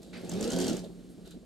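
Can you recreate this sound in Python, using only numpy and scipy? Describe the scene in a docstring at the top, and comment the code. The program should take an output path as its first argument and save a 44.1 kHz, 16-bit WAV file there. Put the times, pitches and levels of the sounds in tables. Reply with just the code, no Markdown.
"""A domestic sewing machine, close by in a small room, over a low rumble and faint hiss.
Fabric is nudged under the foot, then the drive starts with a short scrape. As the shaft runs up,
the case drones, the motor hums and whines and the linkages rattle. Six stitches follow, each a
bright tick and duller clacks. The machine coasts to a stop with a hollow clunk, and the fabric
is nudged again among a few soft knocks."""
import sys
import numpy as np
from scipy import signal
from scipy.fft import rfft, irfft
from scipy.io import wavfile
from scipy.ndimage import uniform_filter1d

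SR = 44100
rng = np.random.default_rng(int(sys.argv[2]) if len(sys.argv) > 2 else 0)


def waveform_to_disk(signal):
    """Save audio, clipped to [-1, 1], as 16-bit WAV at the path in sys.argv[1]."""
    frames = np.transpose(np.atleast_2d(signal))
    scaled = np.clip(frames, -1, 1) * 32767
    samples = np.round(scaled).astype(np.int16)
    wavfile.write(sys.argv[1], SR, samples)


N = 63945
TIME, FREQ = np.arange(N) / SR, np.fft.rfftfreq(N, 1 / SR)


def amp(db):
    """Decibels to gain."""
    return 10 ** (np.asarray(db) / 20)


def unit(x):
    """Scales to rms 1."""
    return x / np.sqrt(np.mean(abs(x) ** 2) + 1e-20)


def curve(points):
    """A control curve over time."""
    return np.interp(TIME, *np.transpose(points))


def spectrum(points):
    """A table read on a log-frequency axis."""
    hz, value = np.transpose(points)
    return np.interp(np.log(FREQ + 1), np.log(hz + 1), value)


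def wander(rate_hz):
    """Random motion of rms 1, mostly below rate_hz."""
    return unit(irfft(rfft(rng.standard_normal(N)) / (1 + (FREQ / rate_hz) ** 4), N))


def flutter(depth_db, rate_hz):
    """An uneven gain of rms 1."""
    return unit(amp(depth_db * wander(rate_hz)))


def steady(x):
    """Evens out the slow swells of a noise, leaving its fast churn."""
    return x / np.sqrt(uniform_filter1d((x ** 2).mean(0), size=1800))


def tone(cycles, width_hz):
    """A wavering tone of rms 1 that follows a count of cycles."""
    drift = np.cumsum(width_hz / 2 * wander(width_hz)) / SR
    return np.sqrt(2) * np.sin(2 * np.pi * (cycles + drift + rng.random()))


def burst(start_s, rise_s, decay_s, hold_s=0):
    """Linear attack, hold, exponential release."""
    t = TIME - start_s
    return np.clip(t / rise_s, 0, 1) * np.exp(-np.maximum(t - rise_s - hold_s, 0) / decay_s)


# Stereo phase. 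Each row: frequency in Hz, lead of the left channel in radians.
LEFT_LEAD = [(0, 0.51), (340, 0.97), (1120, -0.0067), (3270, -0.52), (5940, 0.37), (9130, 0.25),
             (9820, -1.2), (13400, 0.72)]
# Stereo balance. Each row: frequency in Hz, left minus right in dB.
BALANCE = [(60, 3.5), (200, -2), (700, -1), (8120, -0.7), (15000, -3.5)]


def stereo(left, right):
    """Two spectra to a stereo signal, offset in level and phase."""
    side = amp(spectrum(BALANCE) / 2)
    lag = np.exp(-1j * spectrum(LEFT_LEAD))
    return irfft(np.array([left * side, right * lag / side]), N)


# Likeness of the channels. Each row: frequency in Hz, correlation from 0 to 1.
COHERENCE = [(30, 0.7), (150, 0.98), (400, 0.94), (1000, 0.69), (2400, 0.6), (5000, 0.79), (8000, 0.92),
             (13000, 0.28)]


def noise(colour_db):
    """Coloured stereo noise of rms 1, partly alike in both channels."""
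    shared, separate = rfft(rng.standard_normal((2, N))) * amp(colour_db)
    likeness = spectrum(COHERENCE)
    return unit(stereo(shared, likeness * shared + np.sqrt(1 - likeness ** 2) * separate))


# Rumble and hiss spectra. Each row: frequency in Hz, gain in dB.
RUMBLE_COLOUR = [(20, -31), (40, -6), (63, -8.5), (85, -36), (110, -11), (145, -14), (176, -0.5), (210, -4),
                 (370, -9), (750, -27), (1000, -45), (16000, -63)]
HISS_COLOUR = [(500, 0), (1400, 1), (2200, -3), (4200, 1), (5800, -4), (7500, -3), (11000, -7),
               (13000, -14), (16000, -18)]
# Their envelopes. Each row: time in seconds, level in dB.
RUMBLE_ENVELOPE = [(0, -52.5), (.9, -47.5), (1.3, -52.5), (1.37, -45.5), (1.41, -55)]
HISS_ENVELOPE = [(0, -66), (.8, -63.5), (1, -65.5), (1.25, -66), (1.45, -69)]


def background():
    """Lumpy low room rumble and faint hiss."""
    rumble = steady(noise(spectrum(RUMBLE_COLOUR))) * flutter(depth_db=2, rate_hz=42)
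    hiss = noise(spectrum(HISS_COLOUR))
    return amp(curve(RUMBLE_ENVELOPE)) * rumble + amp(curve(HISS_ENVELOPE)) * hiss


def room(x, t60_s=0.24, level_db=-7.5):
    """Wall reflections: a short diffuse tail, different in each channel."""
    t = TIME[:SR // 2]
    tail = rng.standard_normal((2, len(t))) * np.exp(-np.log(1000) * t / t60_s) * (t > .003)
    return amp(level_db) * signal.fftconvolve(x, tail / np.linalg.norm(tail[0]), axes=1)[:, :N]


# Cloth slides. Each row: start in seconds, level in dB, rise and decay in seconds, tilt in dB/octave.
CLOTH_SLIDES = [(0.018, -61, 0.0044, 0.13, 6.5), (0.244, -51.5, 0.0039, 0.013, 8.5),
                (.832, -54.5, .012, 0.017, 5.5), (1.092, -64.5, 0.011, 0.021, 29),
                (1.244, -57.5, 0.021, 0.043, 2), (1.309, -56.5, 0.0081, 0.018, 2.5)]
# Snags of thread and cloth. Each row: start in seconds, level in dB, tilt in dB/octave.
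CLOTH_SNAGS = [(0.018, -57, -1), (0.03, -53, -2.5), (.176, -56, 3), (0.215, -58.5, 13.5), (1.257, -61, 4),
               (1.275, -51, -3.5), (1.3078, -52, 7)]
# Their spectra before the tilt. Each row: frequency in Hz, gain in dB.
SLIDE_COLOUR = [(500, -18), (1400, 16), (2200, 2.5), (3900, 18.5), (5500, 1.5), (7500, 3.5), (11500, -7),
                (16000, -23)]
SNAG_COLOUR = [(1500, -12), (4000, -3), (7000, 0), (9500, -6), (11800, -1), (13000, -12), (16000, -19)]


def fabric(pivot_hz=4000):
    """Cloth slides and catches under the presser foot."""
    octaves = np.log2(np.clip(FREQ / pivot_hz, 0.1, 2.5))
    slides = sum(amp(db) * burst(start, rise, decay) * noise(spectrum(SLIDE_COLOUR) + tilt * octaves)
                 for start, db, rise, decay, tilt in CLOTH_SLIDES)
    snags = sum(amp(db) * burst(start, rise_s=0.0011, decay_s=0.0041)
                * noise(spectrum(SNAG_COLOUR) + tilt * octaves) for start, db, tilt in CLOTH_SNAGS)
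    return slides * flutter(depth_db=2, rate_hz=400) + snags


# Case resonances. Each row: centre in Hz, width in Hz, lift in dB.
CASE_RESONANCES = [(179.6, 8.9, 6.5), (371.3, 26, 12), (469, 33, 6.5), (660, 24, 8.5), (763, 8.6, 9.5),
                   (832, 32, 8.5)]
# Drone and knock spectra before the resonances. Each row: frequency in Hz, gain in dB.
DRONE_COLOUR = [(20, -29), (55, -33), (85, -17), (115, -6), (145, -12), (180, 0.5), (270, 3), (400, -6),
                (550, -4.5), (750, -15), (2000, -55), (16000, -80)]
KNOCK_COLOUR = [(40, -46), (120, -9), (180, 0), (400, -6.5), (600, -10.5), (900, -29.5), (2000, -59),
                (16000, -70)]
# Drone envelope. Each row: time in seconds, level in dB.
DRONE_ENVELOPE = [(.1, -54.5), (.15, -46.5), (.29, -42.5), (.34, -39.5), (.45, -35), (.53, -35.5),
                  (.58, -31.5), (.74, -32), (.78, -42.5), (.83, -47), (.95, -71)]
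# Soft knocks. Each row: start in seconds, level in dB.
CASE_KNOCKS = [(0.235, -39), (0.325, -38), (0.894, -44), (1.182, -46), (1.269, -47), (1.337, -50),
               (1.428, -50)]


def case():
    """The running gear and a few knocks shake the resonant plastic case."""
    modes_db = sum(db / (1 + (2 * (FREQ - hz) / width) ** 2) for hz, width, db in CASE_RESONANCES)
    drone = amp(curve(DRONE_ENVELOPE)) * steady(noise(spectrum(DRONE_COLOUR) + modes_db))
    knocks = sum(amp(db) * burst(start, rise_s=0.0023, decay_s=0.02) for start, db in CASE_KNOCKS)
    return drone + knocks * steady(noise(spectrum(KNOCK_COLOUR) + modes_db))


# Scrape spectrum. Each row: frequency in Hz, gain in dB.
SCRAPE_COLOUR = [(300, 11), (900, 2.5), (1500, 3), (2300, 9), (3000, 1.5), (4500, 4), (6000, -9),
                 (10000, -14.5), (16000, -35)]


def scrape(level_db=-47.5):
    """A short scrape as the drive starts to move."""
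    envelope = burst(start_s=0.1283, rise_s=.004, decay_s=0.036, hold_s=0.037)
    return amp(level_db) * envelope * noise(spectrum(SCRAPE_COLOUR))


# Clunk spectrum. Each row: frequency in Hz, gain in dB.
CLUNK_COLOUR = [(100, -30), (350, 0.5), (660, -9.5), (900, -27), (4000, -60)]


def clunk(level_db=-44.5):
    """A hollow clunk as the gear comes to rest."""
    envelope = burst(start_s=.83, rise_s=0.0071, decay_s=0.0092, hold_s=0.031)
    return amp(level_db) * envelope * steady(noise(spectrum(CLUNK_COLOUR)))


# Main shaft speed. Each row: time in seconds, stitches per second.
SHAFT_RATE = [(.13, 1.62), (.2, 4.8), (.3, 7.3), (.36, 9.56), (.44, 10.25), (.5, 11.38), (.55, 12.17),
              (.6, 12.43), (.66, 12.7), (.7, 11.3), (.75, 10.23), (.8, 5.7), (.89, .5)]


def shaft(full_rate_hz=12.5):
    """Speed as a share of full speed, and turns made at one per stitch."""
    rate_hz = curve(SHAFT_RATE) * (TIME > SHAFT_RATE[0][0]) * (TIME < SHAFT_RATE[-1][0])
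    return rate_hz / full_rate_hz + 1e-6, np.cumsum(rate_hz) / SR


# Low hum envelope. Each row: time in seconds, level in dB.
LOW_HUM_ENVELOPE = [(0, -52.5), (.29, -57), (.335, -38.5), (.39, -41), (.42, -55), (.5, -43.5), (.555, -32),
                    (.635, -34), (.705, -38), (.79, -44.5), (.98, -55.5), (1.45, -57)]


def low_hum(pitch_hz=180.54):
    """A wavering low hum, faint throughout, swelling to a boom while the machine runs."""
    envelope = amp(curve(LOW_HUM_ENVELOPE)) * flutter(depth_db=2.2, rate_hz=28)
    return envelope * tone(pitch_hz * TIME, width_hz=12)


# Drive hum tones. Each row: cycles per stitch, width in Hz.
HUM_TONES = [(21.475, 12.7), (29.5, 9.8), (42.9, 6.7)]
# Their envelopes. Each row: time in seconds, then each tone's level in dB before the speed fade.
HUM_ENVELOPES = [(.22, -68.5, -70, -74), (.37, -37, -70, -38.5), (.44, -38, -52.5, -39.5),
                 (.52, -39.5, -48.5, -43), (.6, -30, -38, -44), (.645, -34, -38.5, -57),
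                 (.72, -38.5, -37, -46.5), (0.831, -70, -73, -50)]


def drive_hum(speed, turns):
    """Belt and motor tones glide with shaft speed, each swelling and fading on its own envelope."""
    times, *levels_db = np.transpose(HUM_ENVELOPES)
    tones = sum(amp(np.interp(TIME, times, db)) * flutter(depth_db=2.5, rate_hz=60)
                * tone(order * turns, width) for (order, width), db in zip(HUM_TONES, levels_db))
    return tones * np.minimum(speed * 2, 1)  # fades below half speed


# Whine tones. Each row: cycles per stitch, full-speed dB before the housing, width in Hz, speed power.
WHINE_TONES = [(124.1, -54.5, 41, 2.6), (255.3, -48, 156, 3.8), (371.8, -52.5, 125, 1.26)]


def whine(speed, turns, motor_off_s=0.74, decay_s=0.068):
    """A rough motor whine that grows with speed and dies away as the machine coasts."""
    tones = sum(amp(db) * speed ** power * flutter(depth_db=4, rate_hz=110) * tone(order * turns, width)
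                for order, db, width, power in WHINE_TONES)
    return tones * np.exp(-np.maximum(TIME - motor_off_s, 0) / decay_s)


# Motor housing response. Each row: frequency in Hz, gain in dB.
HOUSING_RESPONSE = [(900, -21), (1200, -3), (1450, 4.5), (1700, -9.5), (2300, -9), (2950, -4), (3450, -3),
                    (4000, -6), (4700, 0)]


def motor(speed, turns):
    """Both hums, plus the whine heard through the motor housing."""
    low = rfft(drive_hum(speed, turns) + low_hum())
    high = rfft(whine(speed, turns)) * amp(spectrum(HOUSING_RESPONSE))
    return stereo(low + high, low + high)


# Rattle spectrum. Each row: frequency in Hz, gain in dB.
RATTLE_COLOUR = [(400, 11), (900, -2.5), (1500, 5), (2300, 0), (3300, 4), (4600, 3.5), (7000, -2),
                 (9000, -4.5), (12000, -9.5), (16000, -25)]


def rattle(speed, turns, first_stitch_s, full_speed_db=-43, feed_db=1.5, feed_peak_turns=0.29):
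    """Fine grainy chatter of the linkages, swelling once a stitch as the feed moves."""
    stitch_turns = turns - np.interp(first_stitch_s, TIME, turns)
    swell_db = feed_db * np.cos(2 * np.pi * (stitch_turns - feed_peak_turns))
    chatter = noise(spectrum(RATTLE_COLOUR)) * flutter(depth_db=1.5, rate_hz=360)
    return chatter * amp(full_speed_db + swell_db) * speed ** 1.95


# The tick opening each stitch. Each row: start in seconds, level in dB.
STITCH_TICKS = [(.2932, -38), (.4085, -36), (.5022, -37.5), (.5862, -36.5), (.6662, -36.5), (.7664, -41)]
# Clacks after the ticks. Each row: start in seconds, level in dB, decay in seconds.
STITCH_CLACKS = [(0.3156, -37.5, 0.0047), (0.3365, -41.5, 0.0024), (0.4264, -36.5, .007),
                 (0.4412, -37, 0.0074), (0.4766, -35, .0025), (.5178, -33, 0.0055), (.5313, -36.5, 0.0073),
                 (.5627, -35, .004), (0.6006, -32.5, 0.0067), (0.6128, -36.5, 0.015),
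                 (0.6424, -36.5, 0.0077), (0.6798, -33.5, 0.0077), (0.696, -40.5, 0.017),
                 (0.7309, -38.5, 0.0028), (0.7912, -45.5, .008)]
# Their spectra. Each row: frequency in Hz, gain in dB.
TICK_COLOUR = [(800, 2), (2200, -17), (4500, -25), (6100, 5.5), (8200, 3.5), (10000, -12), (11700, -7),
               (13000, -23), (16000, -24)]
CLACK_COLOUR = [(800, 4), (2200, -20), (3300, 1.5), (4800, 4.5), (7200, 4), (9000, -2.5), (12000, -10),
                (16000, -20)]


def stitches(rise_s=.001):
    """Each stitch: a bright tick, then duller clacks of needle bar, hook and feed."""
    ticks = sum(amp(db) * burst(start, rise_s, decay_s=.0012, hold_s=0.0035)
                for start, db in STITCH_TICKS)
    clacks = sum(amp(db) * burst(start, rise_s, decay) for start, db, decay in STITCH_CLACKS)
    return ticks * noise(spectrum(TICK_COLOUR)) + clacks * noise(spectrum(CLACK_COLOUR))


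def scene():
    """Machine, fabric and background; stitches, rattle and fabric also feed the room tail."""
    speed, turns = shaft()
    bright = stitches() + rattle(speed, turns, first_stitch_s=STITCH_TICKS[0][0]) + fabric()
    return bright + room(bright) + case() + motor(speed, turns) + scrape() + clunk() + background()


def record(dry):
    """A steep low-pass removes the highest treble."""
    lowpass = signal.firwin(511, cutoff=15750, window=("kaiser", 9), fs=SR)
    return signal.oaconvolve(dry, lowpass[None], "same")


dry = scene()
out = record(dry)
waveform_to_disk(out)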